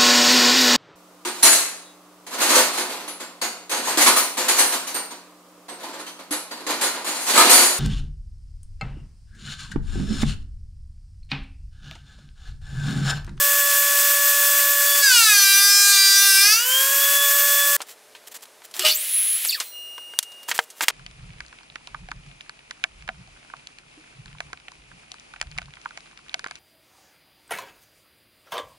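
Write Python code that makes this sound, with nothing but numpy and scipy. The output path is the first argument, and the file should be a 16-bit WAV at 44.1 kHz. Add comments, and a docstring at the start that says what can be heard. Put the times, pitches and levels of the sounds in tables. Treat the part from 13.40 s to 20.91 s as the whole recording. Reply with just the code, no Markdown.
"""In a small workshop a thickness planer whines, sags while its knives chew through a board, and recovers.
Abruptly the scene is a mitre saw: a board is slid into place, the motor kicks up and brakes,
the blade rings on, and the board is knocked about on the table.
Spinning machines are sums of tones that follow a speed curve, plus noise for rushing air.
Knocks, clicks and slides are short bursts of noise shaped by resonances."""
import sys
import numpy as np
from scipy import signal
from scipy.fft import rfft, irfft, next_fast_len
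from scipy.io import wavfile
from scipy.ndimage import uniform_filter1d

SR = 44100
rng = np.random.default_rng(int(sys.argv[2]) if len(sys.argv) > 2 else 0)


def inscribe(sig):
    """Save sig as 16-bit PCM at rate SR to the path in sys.argv[1].

    A 1-D sig is mono; a 2-D sig holds one channel per row.
    Samples are clipped to [-1, 1] before scaling.
    """
    pcm = np.round(np.clip(np.atleast_2d(sig).T, -1, 1) * 32767)
    wavfile.write(sys.argv[1], SR, pcm.astype(np.int16))


N = 331191
T = np.arange(N) / SR  # time [s]

EDGE_HZ = 15780  # upper limit of the sound
IDLE_HZ, PLANER_END = 572.55, 4.366  # knife strokes per second at idle; when the planer scene stops [s]
CUT_START, CUT_END, BITE_RISE_S = 1.615, 3.26, 0.019  # board under the knives from, to [s]; ramp length
SAW_ON, SAW_OFF = 5.45, 6.33  # when the saw starts and when its last motor sound ends [s]

# Spectrum of the planer's air noise and chips: (frequency [Hz], relative level [dB per Hz])
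AIR_RUSH = [(100, -45), (300, -105), (520, -11.5), (700, -19), (950, -7), (1300, -1), (1680, 4),
            (2050, -1.5), (2600, 3.5), (3900, -1), (5200, 3.5), (7600, 6.5), (11000, 3.5), (15500, 6)]


def amp(db):
    """Turns decibels into a plain factor."""
    return 10 ** (np.asarray(db) / 20)


def unit(x):
    """Brings a sound to an average (RMS) level of one."""
    return x / np.sqrt(np.mean(x ** 2) + 1e-20)


def read(points, hz):
    """Reads a spectrum in dB, joined on a log-frequency axis."""
    f, db = np.transpose(points)
    return np.interp(np.log(hz + 1), np.log(f + 1), db)


def between(start, end, fade):
    """One from start to end, with short ramps outside."""
    return np.clip((T - start) / fade + 1, 0, 1) * np.clip((end - T) / fade + 1, 0, 1)


def swell(start, end, rise, fall):
    """Attack, hold and release between start and end."""
    return np.clip((T - start) / rise, 0, 1) * np.clip((end - T) / fall, 0, 1)


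def bump(hz, centre, width):
    """Shape of a resonance, one at its centre."""
    return 1 / (1 + ((hz - centre) / width) ** 2)


def add(mix, s, sound):
    """Adds a sound to the mix at s seconds."""
    part = mix[round(s * SR):][:len(sound)]
    part += sound[:len(part)]


def drift(rate):
    """Joins random points of unit size, rate per second; after 4096 points the last value holds."""
    knots = rng.standard_normal(4096)
    return np.interp(T * rate, np.arange(len(knots)), knots)


def colour(x, points):
    """Gives a sound a spectrum, at unit level."""
    gain = amp(read(points, np.fft.rfftfreq(len(x), 1 / SR)))
    return unit(irfft(rfft(x) * gain, len(x)))


def noise(points):
    """Steady noise with a given spectrum, at unit level."""
    return colour(rng.standard_normal(next_fast_len(N)), points)[:N]


def bright(x, hz, q):
    """A resonance that rings only after it is hit; a low q makes it broad."""
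    b, a = signal.bilinear([1 / q, 0], [1, 1 / q, 1], SR / (2 * np.pi * hz))
    return signal.lfilter(b, a, x)


def thinned(x, hz):
    """Small objects radiate little bass."""
    return signal.lfilter(*signal.butter(1, hz, "high", fs=SR), x)


def reflected(x, wet_db, t60):
    """Adds the dense echoes of nearby bench, walls and housings; they fall 60 dB in t60 seconds."""
    t = T[:8000]
    echoes = rng.standard_normal(len(t)) * amp(-60 * t / t60)
    wet = signal.oaconvolve(x, echoes / np.linalg.norm(echoes))[:len(x)]
    return (x + amp(wet_db) * wet) / np.hypot(1, amp(wet_db))


def crack(hz, t60, q, tail_db=-27, tail_t60=0.073):
    """A quickly dying burst of noise, coloured by a broad resonance, with a faint room tail."""
    t = T[:8000]
    fall = amp(-60 * t / t60) + amp(tail_db - 60 * t / tail_t60)
    burst = bright(rng.standard_normal(len(t)) * fall, hz, q)
    filter_gain = np.linalg.norm(bright(signal.unit_impulse(len(t)), hz, q))
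    return burst / filter_gain


def shop(hiss_db=-52.5):
    """Quiet room noise, and between planer and saw a faint, wavering hum that slowly rises."""
    # Room noise: (frequency [Hz], relative level [dB per Hz])
    room_spectrum = [(35, -46), (60, -27.5), (613, -1.5), (773, -5.5), (8870, -14), (9510, -12),
                     (13500, -18), (15500, -23)]
    # Faint hum: (starting pitch [Hz], rise [Hz per s], level [dB])
    hum_tones = [(420, 30, -64.5), (585, 36, -65)]
    age = T - PLANER_END
    hum = 0
    for hz, rise, db in hum_tones:
        turns = (hz + rise * age / 2) * age
        hum = hum + amp(db + 2 * drift(13)) * np.sin(2 * np.pi * turns)
    room = noise(room_spectrum) * amp(hiss_db + .5 * drift(39))
    return room + hum * between(PLANER_END, SAW_ON, 0.12)


def ticks(per_s=16, level_db=-46, spread_db=3, hz=2800, t60=0.059):
    """Light taps at random moments and pitches while the board is handled."""
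    # Spells of handling: (start [s], end [s])
    spells = [(4.37, 4.48), (6.799, 7.05)]
    out = np.zeros(N)
    for start, end in spells:
        for s in np.arange(start, end, 1 / per_s):
            size = amp(level_db + spread_db * rng.standard_normal())
            tap = crack(hz * 2 ** rng.uniform(-1.3, 1), t60, q=0.24)
            add(out, s + rng.random() / per_s, size * tap)
    return out


def sliding(grain_db=3, q=0.095, cut_hz=300, ring=0.7):
    """Friction: clumps of tiny slips under a smooth stroke, coloured by the table's short ring."""
    # Wood and sleeve sliding on the table: (time [s], length [s], level [dB], brightness [Hz])
    strokes = [(4.457, 0.09, -42.5, 3440), (4.866, 0.024, -38.5, 6960), (4.911, 0.025, -40.5, 7000),
               (4.939, 0.04, -34.5, 7700), (5.018, 0.031, -41.5, 6960), (5.232, 0.036, -42.5, 5880),
               (5.333, 0.081, -33.5, 4344), (7.078, 0.038, -26.5, 7150), (7.137, 0.043, -29.5, 3860),
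               (7.186, 0.07, -42.5, 9000), (7.345, 0.166, -43.5, 8000), (7.415, 0.033, -22.5, 3660)]
    # Resonances of the saw table under a sliding board: (frequency [Hz])
    table_hz = [1850, 3240, 8200]
    out = np.zeros(N)
    slips = rng.standard_normal(N) * amp(grain_db * drift(470))
    slips = slips + ring * sum(bright(slips, hz, q=9.5) for hz in table_hz)
    for s, length, db, hz in strokes:
        piece = slips[round(s * SR):][:round(length * SR)]
        stroke = unit(bright(piece, hz, q))
        add(out, s, amp(db) * stroke * signal.windows.hann(len(stroke)) ** .5)
    return thinned(out, cut_hz)


def clatter(cut_hz=330, wood_q=0.64, top_hz=11500):
    """Knocks ring those modes of the board that the contact favours; clicks are short and bright."""
    # Board knocks: (time [s], level [dB], brightness [Hz], 60 dB decay [s], relative board ring [dB])
    knocks = [(4.404, -30, 1060, 0.091, 3.5), (4.75, -42, 2500, 0.13, 5.5), (5.219, -43, 1487, 0.032, 0),
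              (5.34, -31.5, 3960, 0.053, -5), (6.58, -30.5, 1190, 0.03, 0),
              (6.737, -35.5, 1770, 0.017, -0.5), (7.086, -25.5, 1500, 0.028, -1),
              (7.114, -16.5, 2200, 0.047, -0.5), (7.19, -10.5, 1320, 0.029, 1.5),
              (7.408, -15.5, 1850, 0.039, -1.5), (7.434, -23, 2230, 0.066, -3), (7.483, 2, 2470, 0.02, -7),
              (7.501, -17, 1500, 0.036, -5)]
    # Ringing modes of the board: (frequency [Hz], relative level [dB], 60 dB decay [s])
    board_modes = [(464, -15.5, 0.12), (624, -28, 0.17), (767, -19, 0.082), (952, -0.5, 0.028),
                   (1567, -3.5, 0.027), (2134, -14.5, 0.043), (3190, -2, 0.02)]
    # Hard clicks of trigger, guard and fence: (time [s], level [dB], brightness [Hz], 60 dB decay [s])
    clicks = [(4.417, -24.5, 7400, 0.046), (5.008, -45, 8000, 0.022), (5.024, -38, 8000, 0.03),
              (5.055, -39, 4000, 0.022), (5.312, -39.5, 8000, .04), (5.394, -13, 6500, 0.024),
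              (6.05, -22.5, 3580, 0.065), (6.201, -19, 2790, 0.091), (6.789, 8, 6150, 0.012),
              (6.8279, -18.5, 9100, 0.04), (7.178, -21, 7500, 0.019), (7.302, -36, 9300, 0.077),
              (7.483, -1.5, 5960, 0.034)]
    out, t = np.zeros(N), T[:8000]
    for s, db, hz, t60, ring_db in knocks:
        ring = 0
        for f, d, decay in board_modes:
            mode_hz = f * (1 + 0.012 * rng.standard_normal())  # each knock is tuned a little differently
            ring = ring + amp(d - 60 * t / decay) * np.sin(2 * np.pi * mode_hz * t)
        contact = crack(hz, t60, q=1.24)
        add(out, s, amp(db) * (contact + amp(ring_db) * bright(ring, hz, wood_q)))
    soften = signal.butter(2, min(top_hz, EDGE_HZ), fs=SR)
    for s, db, hz, t60 in clicks:
        add(out, s, amp(db) * signal.lfilter(*soften, crack(hz, t60, q=0.41)))
    return thinned(out, cut_hz)


def blade(rise_s=0.058):
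    """The steel disc rings on in pure, fading tones, and is dulled as the board is picked up."""
    # Tones after braking: (frequency [Hz], level [dB], 60 dB decay [s], start [s])
    disc_tones = [(2844, -33.5, 4.3, 6.31), (4140, -43.5, 1.03, 6.22), (5760, -48, 2.7, 6.25),
                  (8258, -50, 3.7, 6.22), (9338, -51, 5.7, 6.22), (10515, -53, 2, 6.22),
                  (15050, -38.5, 1.7, 6.22)]
    out = 0
    for hz, db, t60, start in disc_tones:
        age = np.maximum(T - start, 0)
        size = amp(db - 60 * age / t60) * np.minimum(age / rise_s, 1)
        out = out + size * np.sin(2 * np.pi * hz * T)
    return out * amp(np.interp(T, [7.0, 7.25], [0, -14]))


def squeals(q=10):
    """A narrow resonance of the gear housing flares up briefly."""
    # Squeals as the saw gains speed and is braked: (time [s], length [s], frequency [Hz], level [dB])
    flares = [(5.515, .016, 4600, -21), (6.096, .005, 4500, -21), (6.138, .013, 4600, -24.5)]
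    out = 0
    for s, length, hz, db in flares:
        once = bright(rng.standard_normal(N), hz, q)
        ring = unit(bright(once, hz, q))
        out = out + amp(db) * ring * np.exp(-.5 * ((T - s) / length) ** 2)
    return out


def jolts():
    """The starting current shakes the frame: it rattles briefly and hums on."""
    # Switching on, then gears taking up: (time [s], hold [s], rattle [dB], hum [Hz], hum level [dB])
    kicks = [(5.4, 0.048, -24.5, 368, -39.5), (5.45, 0.04, -15.5, 619, -25.5)]
    # Rattling frame: (frequency [Hz], relative level [dB per Hz])
    rattle_spectrum = [(150, -35), (400, -15.5), (900, -9.5), (1900, -7.5), (3000, 8.5), (3800, 2.5),
                       (4500, 0), (6500, -4), (15500, -8)]
    rattle_t60, hum_t60, tail_db, tail_t60 = .17, 0.16, -19, .8  # 60 dB decays [s]; slow hum tail [dB]
    out = 0
    for s, hold, rattle_db, hz, hum_db in kicks:
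        age = np.maximum(T - s, 0)
        fade_db = 60 * np.maximum(age - hold, 0) / rattle_t60
        rattle = noise(rattle_spectrum) * amp(rattle_db + 2 * drift(400) - fade_db)
        hum = sum(amp(db) * np.sin(2 * np.pi * (k + 1) * hz * T) for k, db in enumerate([3, -2, -6]))
        fall = amp(-60 * age / hum_t60) + amp(tail_db - 60 * age / tail_t60)
        out = out + reflected(rattle, wet_db=2.0, t60=0.03) * between(s, SAW_OFF, .003)
        out = out + amp(hum_db) * fall * hum * between(s, SAW_OFF, 0.016)
    return out


def mitre_saw(teeth=54, wobble=0.61, offset=0.62, torque_offset=0.3, overtone_db=-4.0, hunt_hz=15):
    """Gear whine with once-a-turn sidebands sweeps through its case's resonances; blade wind follows speed."""
    # Resonances of the gear case: (frequency [Hz], width [Hz], boost [dB])
    gear_case = [(4640, 290, 13), (10720, 160, 12), (13400, 760, 14.5)]
    # Wind of the blade: (frequency [Hz], relative level [dB per Hz])
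    wind_spectrum = [(150, -49), (600, -24), (1300, -10.5), (2300, 3), (3300, 4), (5300, -3), (8500, 2),
                     (10800, 5), (15500, 3.5)]
    half_speed_at, spin_up_s, top_hz = 5.532, 0.042, 10770  # gear-mesh pitch climbs along an S-curve
    creep_at, creep_hz_per_s = 5.95, 5500  # the free blade gains a little more just before the brake
    brake_at, brake_s, crawl_hz = 6.047, .05, 451  # the brake slows it exponentially
    gear_db, torque_db, gear_stop = -35.5, 6, 6.22  # whine level; its gain under torque; its end [s]
    wind_db, wind_power = -26.5, 0.48  # wind at top speed; power of the speed

    spin_up = .5 + .5 * np.tanh((T - half_speed_at) / (2 * spin_up_s))
    creep = creep_hz_per_s * (np.clip(T, creep_at, brake_at) - creep_at)
    top = top_hz + creep + hunt_hz * drift(40)
    braking = np.exp(-np.maximum(T - brake_at, 0) / brake_s)
    mesh = crawl_hz + (top - crawl_hz) * spin_up * braking
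    angle = 2 * np.pi * np.cumsum(mesh) / SR
    torque = np.tanh(abs(np.gradient(mesh, T)) / 15000)  # large while the speed changes
    runout = 1 + wobble * np.exp(1j * angle / teeth) + .5 * wobble * np.exp(-1j * angle / teeth)
    gear = 0
    for k in np.arange(1, 4):
        # This fast drift already holds its last value when the saw starts: one random offset per overtone
        phase = k * angle + (offset + torque_offset * torque) * drift(900)
        case_db = sum(db * bump(k * mesh, hz, width) for hz, width, db in gear_case)
        size = amp(overtone_db * (k - 1) + case_db) * (k * mesh < EDGE_HZ)
        gear = gear + size * (runout * np.exp(1j * phase)).real
    whine = reflected(gear, wet_db=0, t60=0.1) * amp(gear_db + torque_db * torque)
    wind = noise(wind_spectrum) * amp(wind_db) * (mesh / top_hz) ** wind_power
    return whine * swell(SAW_ON, gear_stop, 0.015, 0.11) + wind * swell(SAW_ON, SAW_OFF, 0.014, 0.072)


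def head_speed(inertia_s=.183):
    """Knife strokes per second: the heavy cutter head follows its load with a lag."""
    # Drag of the board: (time [s], speed that it takes away [knife strokes per s])
    drag = [(1.595, 0), (1.68, 200), (1.769, 181), (1.901, 218), (2.144, 167), (2.481, 171), (2.549, 198),
            (2.642, 171), (2.672, 183), (2.817, 167), (2.916, 205), (3.046, 119), (3.197, 0)]
    keep = np.exp(-1 / (inertia_s * SR))
    loss = np.interp(T, *np.transpose(drag))
    return IDLE_HZ - signal.lfilter([1 - keep], [1, -keep], loss)


def whistles(waver_db=5.0, flutter=0.37, fade=0.038):
    """Air whistles past the knives in unsteady overtones, loudest at the resonance of the chip hood."""
    # Whistles, also from the narrowing gap ahead of the board: (start [s], end [s], overtone, level [dB])
    gusts = [(1.457, 1.673, 6, -31.5), (1.427, 1.655, 8, -33.5), (1.687, 2.0, 6, -26.5),
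             (2.69, 4.45, 6, -31)]
    hood_hz, hood_width_hz, hood_db = 2500, 95, 10  # the whistle sweeps through this resonance
    speed, out = head_speed(), 0
    for start, end, overtone, db in gusts:
        hz = round(overtone) * speed
        size = amp(db + hood_db * bump(hz, hood_hz, hood_width_hz) + waver_db * drift(14))
        tone = np.sin(2 * np.pi * np.cumsum(hz) / SR + flutter * drift(40))
        out = out + size * swell(start, end, fade, fade) * tone
    return np.sqrt(2) * out


def knives(grain_db=7, chips_db=-14, entry_db=9, edge_db=6, edge_hz=7300, edge_width_hz=1200):
    """Each knife stroke slaps the board; changing grain shifts the overtones, and chips spray."""
    # How board and housing radiate the strokes: (frequency [Hz], relative level [dB])
    housing = [(400, -34), (800, -26), (1200, -14), (1600, 1.5), (1980, -13), (2400, -5), (2800, -9),
               (3100, -13), (3600, -3.5), (4200, -10.5), (4780, 1.5), (5200, -2.5), (5550, -10),
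               (5950, -1.5), (6500, -11), (12500, -13), (16000, -21)]
    boom_order = 3  # the overtone at which the board booms
    bite_db, ease_s, ease_db = -13.5, .13, -15  # cutting level; it eases off over the last moments

    speed = head_speed()
    vigour = (speed - speed.min()) / np.ptp(speed)  # 0 at the slowest, 1 at the fastest
    turns = np.cumsum(speed) / SR
    angle = 2 * np.pi * turns + .012 * drift(120)
    slaps = 0
    for k in np.arange(1, 41):
        boom_db = entry_db * (k == boom_order) * vigour  # the board booms before the motor sags
        # fast strokes are brighter
        shriek_db = edge_db * np.sqrt(vigour) * bump(k * speed, edge_hz, edge_width_hz)
        grain = grain_db * np.tanh(k / 6) ** 2 * np.tanh(drift(8))
        size = amp(read(housing, k * speed) + boom_db + shriek_db + grain)
        slaps = slaps + size * np.cos(k * angle + 2 * np.pi * rng.random())
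    # echoes beat against the gliding overtones
    slaps = reflected(slaps, wet_db=-6, t60=0.16)
    slaps = slaps / np.sqrt(uniform_filter1d(slaps ** 2, size=4000))  # evens out the loudness
    # chips spray hardest at the start of each stroke
    chips = colour(rng.standard_normal(N) * np.exp(-(turns % 1) / .5), AIR_RUSH)
    bite = amp(bite_db + ease_db * np.clip(1 + (T - CUT_END) / ease_s, 0, 1))
    return (slaps + amp(chips_db) * chips) * bite * swell(CUT_START, CUT_END, BITE_RISE_S, BITE_RISE_S)


def planer(flutter=0.091, chop=0.34, waver_db=2, gust_db=1.0):
    """Tones and chopped air of the spinning head fall with its speed; the board muffles both as it passes."""
    # Tones of cutter head, fan and motor: (frequency at idle [Hz], relative level [dB])
    whine_tones = [(573, -34), (1130, -31), (1719, -24.5), (3438, -33), (6761, -38), (7892, -31),
                   (9037, -37), (10575, -40), (10709, -36), (11413, -41), (11856, -31.5), (12430, -33.5),
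                   (13562, -22), (14682, -35)]
    # level at idle; power of the speed; change while the board is inside
    whine_db, whine_power, whine_muffle_db = -2, 5.7, -9.5
    rush_db, rush_power, rush_muffle_db = -17.5, 0.92, -3

    speed = head_speed()
    pace = speed / IDLE_HZ
    inside = swell(CUT_START, CUT_END, BITE_RISE_S, BITE_RISE_S)
    angle = 2 * np.pi * np.cumsum(speed) / SR + flutter * drift(35)  # belt flutter smears the highest tones
    tones = 0
    for hz, db in whine_tones:
        size = amp(db + waver_db * np.sqrt(hz / 8000) * drift(25.24))  # high tones waver most
        tones = tones + size * np.sin(angle * hz / IDLE_HZ)
    tones = tones * amp(whine_db + whine_muffle_db * inside) * pace ** whine_power
    air = colour(rng.standard_normal(N) * (1 + chop * np.cos(angle)), AIR_RUSH)
    air = air * amp(rush_db + rush_muffle_db * inside + gust_db * drift(25.3)) * pace ** rush_power
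    return np.sqrt(2) * tones + air


def scene():
    """The planer stops abruptly and the saw follows; the same sound goes to both channels."""
    planing = (planer() + whistles() + knives()) * between(0, PLANER_END, 0.00067)
    sawing = mitre_saw() + jolts() + squeals() + blade()
    mono = planing + sawing + clatter() + sliding() + ticks() + shop()
    return np.array([mono, mono])


def record(dry, recover_db=170):
    """A peak limiter ducks everything briefly after the hardest clacks; then the top treble is cut off."""
    over_db = 20 * np.log10(np.maximum(abs(dry).max(0), 1))
    # the ducking recovers by recover_db each second
    held_db = np.maximum.accumulate(over_db + recover_db * T) - recover_db * T
    low_pass = signal.firwin(801, EDGE_HZ, window=("kaiser", 8), fs=SR)
    return signal.oaconvolve(dry / amp(held_db), low_pass[None], "same", axes=1)


dry = scene()
out = record(dry)
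inscribe(out)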